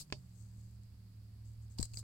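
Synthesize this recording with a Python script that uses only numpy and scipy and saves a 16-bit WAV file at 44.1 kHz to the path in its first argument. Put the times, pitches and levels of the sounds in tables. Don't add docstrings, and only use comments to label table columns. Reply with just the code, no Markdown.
import sys
import numpy as np
from scipy import signal
from scipy.fft import rfft, irfft
from scipy.io import wavfile
from scipy.ndimage import uniform_filter1d

SR = 44100
rng = np.random.default_rng(int(sys.argv[2]) if len(sys.argv) > 2 else 0)


def master_out(mix):
    frames = np.transpose(np.atleast_2d(mix))
    ceiling = np.clip(frames, -1, 1)
    pcm = np.round(ceiling * 32767).astype(np.int16)
    wavfile.write(sys.argv[1], SR, pcm)


def to_linear_factor(level_db):
    exponent = np.asarray(level_db, float) / 20
    return 10 ** exponent


N = 89611
T = np.arange(N) / SR

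# (time [s], peak level [dB])
SWITCH_HITS = [
    (0.1013, -53),
    (.1243, -27),
]
# (frequency [Hz], level [dB], t60 [s])
PANEL_MODES = [(100, -16, 0.43), (282, -10.5, 0.03), (416, -11, 0.062), (609, -13.5, 0.077),
               (870, -16, 0.013), (1065, -2, 0.023)]
# (frequency [Hz], level [dB])
CAP_MODES = [(1760, -12), (2550, 0), (3100, -12), (3650, -1.5), (4500, -2.5), (5400, -13.5), (6700, -8.5),
             (7800, -18)]
# (time [s], left peak [dB], right peak [dB])
CASE_TICKS = [(0.3874, -55, -69), (0.8346, -55.5, -62), (1.5545, -66, -68), (1.682, -60, -58),
              (1.7861, -36.5, -29), (1.789, -40, -31.5), (1.7921, -37, -43), (1.8019, -35.5, -30),
              (1.8059, -39, -47), (1.8085, -38, -44), (1.811, -34, -41), (1.8154, -37, -36),
              (1.8252, -45, -48), (1.828, -22, -35.5), (1.829, -28, -26.5), (1.8302, -37, -46),
              (1.8307, -34, -29), (1.8326, -41, -34.5), (1.8335, -47, -42), (1.8372, -47, -48),
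              (1.843, -41, -43), (1.8488, -43, -42), (1.8537, -41, -48), (1.8555, -37, -45),
              (1.861, -54, -45), (1.9364, -63, -40.5), (1.942, -52, -42.5), (1.9453, -40, -58),
              (1.952, -47, -64), (1.957, -47, -61), (1.9722, -34.5, -38), (1.981, -47, -41),
              (1.9734, -37, -36), (1.9881, -40, -47), (1.991, -47, -47), (1.9939, -40, -52),
              (1.997, -48, -44), (2.001, -49, -45)]
# (time [s], frequency [Hz], left level [dB], right level
# [dB])
CASE_KNOCKS = [(1.781, 870, -56, -59), (1.789, 930, -48.5, -77), (1.800, 516, -46, -63),
               (1.8095, 750, -51.5, -60), (1.828, 480, -61, -45), (1.83, 1100, -61, -67),
               (1.941, 393, -60, -68), (1.972, 480, -60, -56), (1.986, 390, -65, -67),
               (1.8115, 900, -60, -50), (1.786, 2900, -50, -61), (1.7895, 2920, -52, -66),
               (1.9715, 2110, -57, -56), (1.942, 2680, -50, -62), (1.7955, 394, -39, -53),
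               (1.8008, 6900, -42, -56), (1.8172, 6500, -50, -60), (1.8178, 4200, -52, -52),
               (1.9453, 7000, -44, -70), (1.942, 5800, -49, -66), (1.9375, 2700, -56, -68),
               (1.7862, 3700, -50, -50), (1.8008, 3900, -52, -50), (1.7865, 5800, -52, -48),
               (1.9715, 6600, -44, -52)]
# (time [s], frequency [Hz], left level [dB], right level [dB])
PORT_PINGS = [(1.9716, 4800, -46, -33), (1.976, 4750, -56, -44), (1.979, 8000, -46, -70),
              (1.9875, 8000, -42, -70), (1.9908, 8150, -39, -58), (1.8535, 7900, -44, -70),
              (1.8475, 7700, -50, -70)]
# (start [s], length [s], left level [dB],
# right level [dB])
SKIN_RUBS = [(0, 0.026, -53.5, -45), (0.048, 0.28, -76, -89), (0.302, 0.24, -71, -94),
             (.52, .25, -74.5, -81), (1.433, .11, -73.5, -85), (1.601, .07, -73.5, -94),
             (1.69, 0.074, -71, -93), (1.776, 0.017, -59, -57.5), (1.797, 0.02, -53, -64),
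             (1.829, 0.028, -61, -62), (1.872, 0.087, -70, -68), (1.933, .015, -57, -81),
             (1.947, 0.038, -59, -74), (1.972, 0.036, -53, -53), (1.849, 0.0073, -54.5, -67),
             (0.383, 0.055, -77, -88)]
# (time [s], width [s], left size [amplitude], right size [amplitude])
PALM_THUMPS = [(.02, .006, -.003, -.003), (1.7957, .0008, .072, .008), (1.7977, .0009, -.022, -.003),
               (1.7998, .0008, .014, 0), (1.8065, .002, -.006, 0), (1.802, .0018, -.032, -.002),
               (1.8098, .001, -.022, 0), (1.812, .0018, .018, .004), (1.817, .0015, -.03, -.008),
               (1.8225, .0025, .022, 0), (1.828, .003, .022, 0), (1.843, .002, -.007, 0),
               (1.938, .002, -.008, 0), (1.943, .002, .011, 0), (1.974, .001, .011, .002),
               (1.95, .005, -.004, -.003)]
# (time [s], pitch [Hz], level [dB])
MOTOR_CURVE = [
    (0.0, 147, -55),
    (0.05, 148, -66),
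    (0.12, 141.7, -54.5),
    (0.3, 110.7, -57),
    (0.41, 108.8, -52.5),
    (0.96, 107.4, -55.5),
    (2.03, 111.4, -49),
]
# (time [s], pitch [Hz], level [dB])
FAN_CURVE = [
    (0, 180.5, -72),
    (.25, 180.4, -63.5),
    (.5, 186.5, -65.5),
    (.8, 194, -68.5),
    (1.15, 186.7, -70),
    (1.7, 192.6, -73.5),
    (2.03, 198.5, -72),
]
# (frequency [Hz], level [dB])
RUMBLE_COLOUR = [(20, 4), (45, -3.5), (90, 3.5), (140, -7.5), (220, -10), (300, -18.5), (450, -29.5),
                 (800, -51.5)]
# (frequency [Hz], level [dB])
HISS_COLOUR = [(150, -4), (500, 0.5), (1000, -2.5), (2000, -5.5), (4000, -8.5), (8000, -13), (12000, -9.5),
               (16000, -11.5)]
# (frequency [Hz], t60 [s])
ROOM_DECAY = [(100, 0.17), (500, 0.12), (2000, 0.043), (5000, 0.15), (10000, 0.094)]
# (frequency [Hz], width [Hz], level [dB])
LEFT_RINGS = [(2810, 540, -21.5), (4100, 480, -18), (4630, 550, -16), (6790, 840, -10), (7725, 1150, 0),
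              (8800, 2300, -20.5)]
RIGHT_RINGS = [(2100, 1300, -23.5), (4330, 750, -11.5), (4700, 947, -0.5), (6500, 760, -18.5),
               (10500, 1200, -42)]


def evened(x):
    return x / np.sqrt(np.mean(x ** 2, -1, keepdims=True) + 1e-20)


def filtered(x, order, hz, kind="low"):
    return signal.lfilter(*signal.butter(order, hz, kind, fs=SR), x)


def read(points, hz):
    f, value = np.transpose(points)
    return np.interp(np.log(hz + 1), np.log(f + 1), value)


def noise(points):
    colour = to_linear_factor(read(points, np.fft.rfftfreq(N, 1 / SR)))
    return evened(irfft(rfft(rng.standard_normal((2, N))) * colour, N))


def slow(rate_hz):
    rates = np.geomspace(.5, rate_hz, num=12)
    return evened(sum(np.sin(2 * np.pi * (f * T + rng.random())) for f in rates))


def ring(x, hz, width):
    r = np.exp(-np.pi * width / SR)
    return 2 * signal.lfilter([1 - r], [1, -r * np.exp(2j * np.pi * hz / SR)], x).real


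def ports(x):
    out = []
    for v, rings, flat_db in zip(filtered(x, 2, 1800, "high"), (LEFT_RINGS, RIGHT_RINGS), (-26.5, -42)):
        rung = sum(to_linear_factor(db) * ring(ring(v, hz, width), hz, width) for hz, width, db in rings)
        out.append(to_linear_factor(flat_db) * v + rung)
    return np.array(out) * to_linear_factor([[10], [12]])


def room(x):
    first, length = 90, 12000
    chosen = (rng.random((2, length)) < .1) * (np.arange(length) > first)
    taps = rng.choice([-1., 1.], (2, length)) * chosen
    hz, t, z = signal.stft(taps, SR, nperseg=128)
    decay = to_linear_factor(-60 * t / read(ROOM_DECAY, hz)[:, None])
    tail = signal.istft(z * decay, SR, nperseg=128)[1]
    tail = tail * (np.arange(z.shape[2] * 64 - 64) > first)
    tail = tail / np.linalg.norm(tail, axis=1, keepdims=True)
    return signal.fftconvolve(x, tail, axes=1)[:, :N]


def switch():
    snap_s, cap_t60_s, rattle_s = .0001, 0.0066, 0.0039
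    lag_s, echo_s = 0.00011, .0004
    t = np.arange(9000) / SR
    snap = -np.exp(-abs(t / snap_s - 5) * np.where(t < 5 * snap_s, .8, 1.4))
    late = np.maximum(t - 4 * snap_s, 0)
    panel = sum(-to_linear_factor(db - 60 * t / t60) * np.sin(2 * np.pi * hz * late) for hz, db, t60 in PANEL_MODES)
    cap = sum(-to_linear_factor(db - 60 * late / cap_t60_s) * np.sin(2 * np.pi * hz * late) for hz, db in CAP_MODES)
    chatter = filtered(rng.standard_normal(len(t)), 1, [1500, 6000], "band")
    rattle = (t > 8 * snap_s) * np.exp(-t / rattle_s) * chatter

    hits = np.zeros((2, N))
    for s, db in SWITCH_HITS:
        hits[0, round(s * SR)] += to_linear_factor(db)
        hits[1, round((s + lag_s) * SR)] += 0.99 * to_linear_factor(db)
        hits[1, round((s + lag_s + echo_s) * SR)] += 0.76 * to_linear_factor(db)
    strike = to_linear_factor(-3.5) * snap + .5 * panel + to_linear_factor(-4) * cap
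    dry = signal.fftconvolve(hits, strike[None], axes=1)[:, :N]
    dry = dry + to_linear_factor([[-6], [-1]]) * signal.fftconvolve(hits[0], rattle)[:N]
    dry = dry + to_linear_factor(-16) * ports(dry)
    wet = dry + to_linear_factor(-10.5) * room(dry)
    return np.array([filtered(v, 4, top_hz) for v, top_hz in zip(wet, (8800, 5600))])


def ticks():
    fizz_s = 0.00026
    level, crack = np.zeros((2, N)), np.zeros((2, N))
    for s, left_db, right_db in CASE_TICKS:
        u = np.maximum(T - s, 0) / fizz_s
        level += u * np.exp(1 - u) * to_linear_factor([[left_db], [right_db]])
        crack[:, round(s * SR)] = to_linear_factor([left_db, right_db])
    fizz = level * rng.choice([-1., 1.], N)
    dry = to_linear_factor([[13.5], [9]]) * crack + to_linear_factor(-7.5) * fizz
    return dry + to_linear_factor(-11.5) * room(dry)


def knocks(table, turns):
    longest_rise_s = 0.0012
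    out = np.zeros((2, N))
    for s, hz, left_db, right_db in table:
        u = np.maximum(T - s, 0) / min(longest_rise_s, turns / hz)
        out += u * np.exp(1 - u) * np.sin(2 * np.pi * hz * (T - s)) * to_linear_factor([[left_db], [right_db]])
    return out


def thumps():
    out = np.zeros((2, N))
    for s, width, left, right in PALM_THUMPS:
        out += np.exp(-.5 * ((T - s) / width) ** 2) * np.array([[left], [right]])
    return out


def rubs():
    rise, fall_s = 0.29, 0.0094
    level = np.zeros((2, N))
    for s, length, left_db, right_db in SKIN_RUBS:
        u = np.clip((T - s) / length, 0, 1)
        swell = np.sin(np.pi / 2 * np.minimum(u / rise, 1)) ** 2
        sag = 1 - 0.66 * u ** 2
        release = np.exp(-np.maximum(T - s - length, 0) / min(fall_s, length))
        level += swell * sag * release * to_linear_factor([[left_db], [right_db]])
    grain = to_linear_factor(3.5 * evened(uniform_filter1d(rng.standard_normal(N), size=70)))
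    return level * evened(grain * rng.standard_normal((2, N)))


def handling():
    air = to_linear_factor([[-80], [-75]]) * rng.standard_normal((2, N))
    skin, cracks = rubs(), ticks()
    wide = to_linear_factor([[-3], [-10]]) * filtered(skin, 2, 5500, "high")
    broad = to_linear_factor([[7], [-30]]) * filtered(skin, 2, [6200, 9200], "band")
    dull = to_linear_factor(-5) * filtered(skin, 1, [200, 1200], "band")
    body = to_linear_factor([[-11.5], [-7]]) * filtered(cracks, 2, [350, 3200], "band")
    return ports(cracks + skin + air) + wide + broad + dull + body


def press_tail():
    tail = filtered(rng.standard_normal((2, N)), 2, [3830, 11500], "band")
    return to_linear_factor([[-39], [-50]]) * np.exp(-T / 0.015) * tail


def end_scrape():
    scrape = evened(filtered(rng.standard_normal(N), 1, 500))
    return to_linear_factor(-58) * np.clip((T - 2.027) / 0.0026, 0, 1) * scrape


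def tone(table, ratio=1):
    s, hz, db = np.transpose(table)
    pitch = ratio * np.interp(T, s, hz) * (1 + 0.014 * slow(17))
    turns = np.cumsum(pitch) / SR + rng.random()
    level_db = np.interp(T, s, db) + 1.5 * slow(12)
    return np.sqrt(2) * to_linear_factor(level_db) * np.sin(2 * np.pi * turns)


def hum():
    lines = tone(MOTOR_CURVE) + to_linear_factor(-6.5) * tone(MOTOR_CURVE, .632) + tone(FAN_CURVE)
    a, b = noise(RUMBLE_COLOUR)
    same = 0.96
    rumble = to_linear_factor(-59.5) * np.array([a, same * a + np.sqrt(1 - same ** 2) * b])
    return (lines + rumble) * to_linear_factor([[-1], [1]])


def scene():
    struck = knocks(CASE_KNOCKS, 1.64) + knocks(PORT_PINGS, 6)
    return switch() + handling() + struck + thumps() + press_tail() + end_scrape() + hum()


def low_pass(x):
    return signal.sosfilt(signal.butter(12, 16450, fs=SR, output="sos"), x)


def record(dry):
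    top_edge = signal.ellip(8, .5, 22, 15900, fs=SR, output="sos")
    x = signal.sosfilt(top_edge, dry + to_linear_factor(-74.5) * noise(HISS_COLOUR))
    x = filtered(x, 1, 18, "high")
    return low_pass(x)


dry = scene()
out = record(dry)
master_out(out)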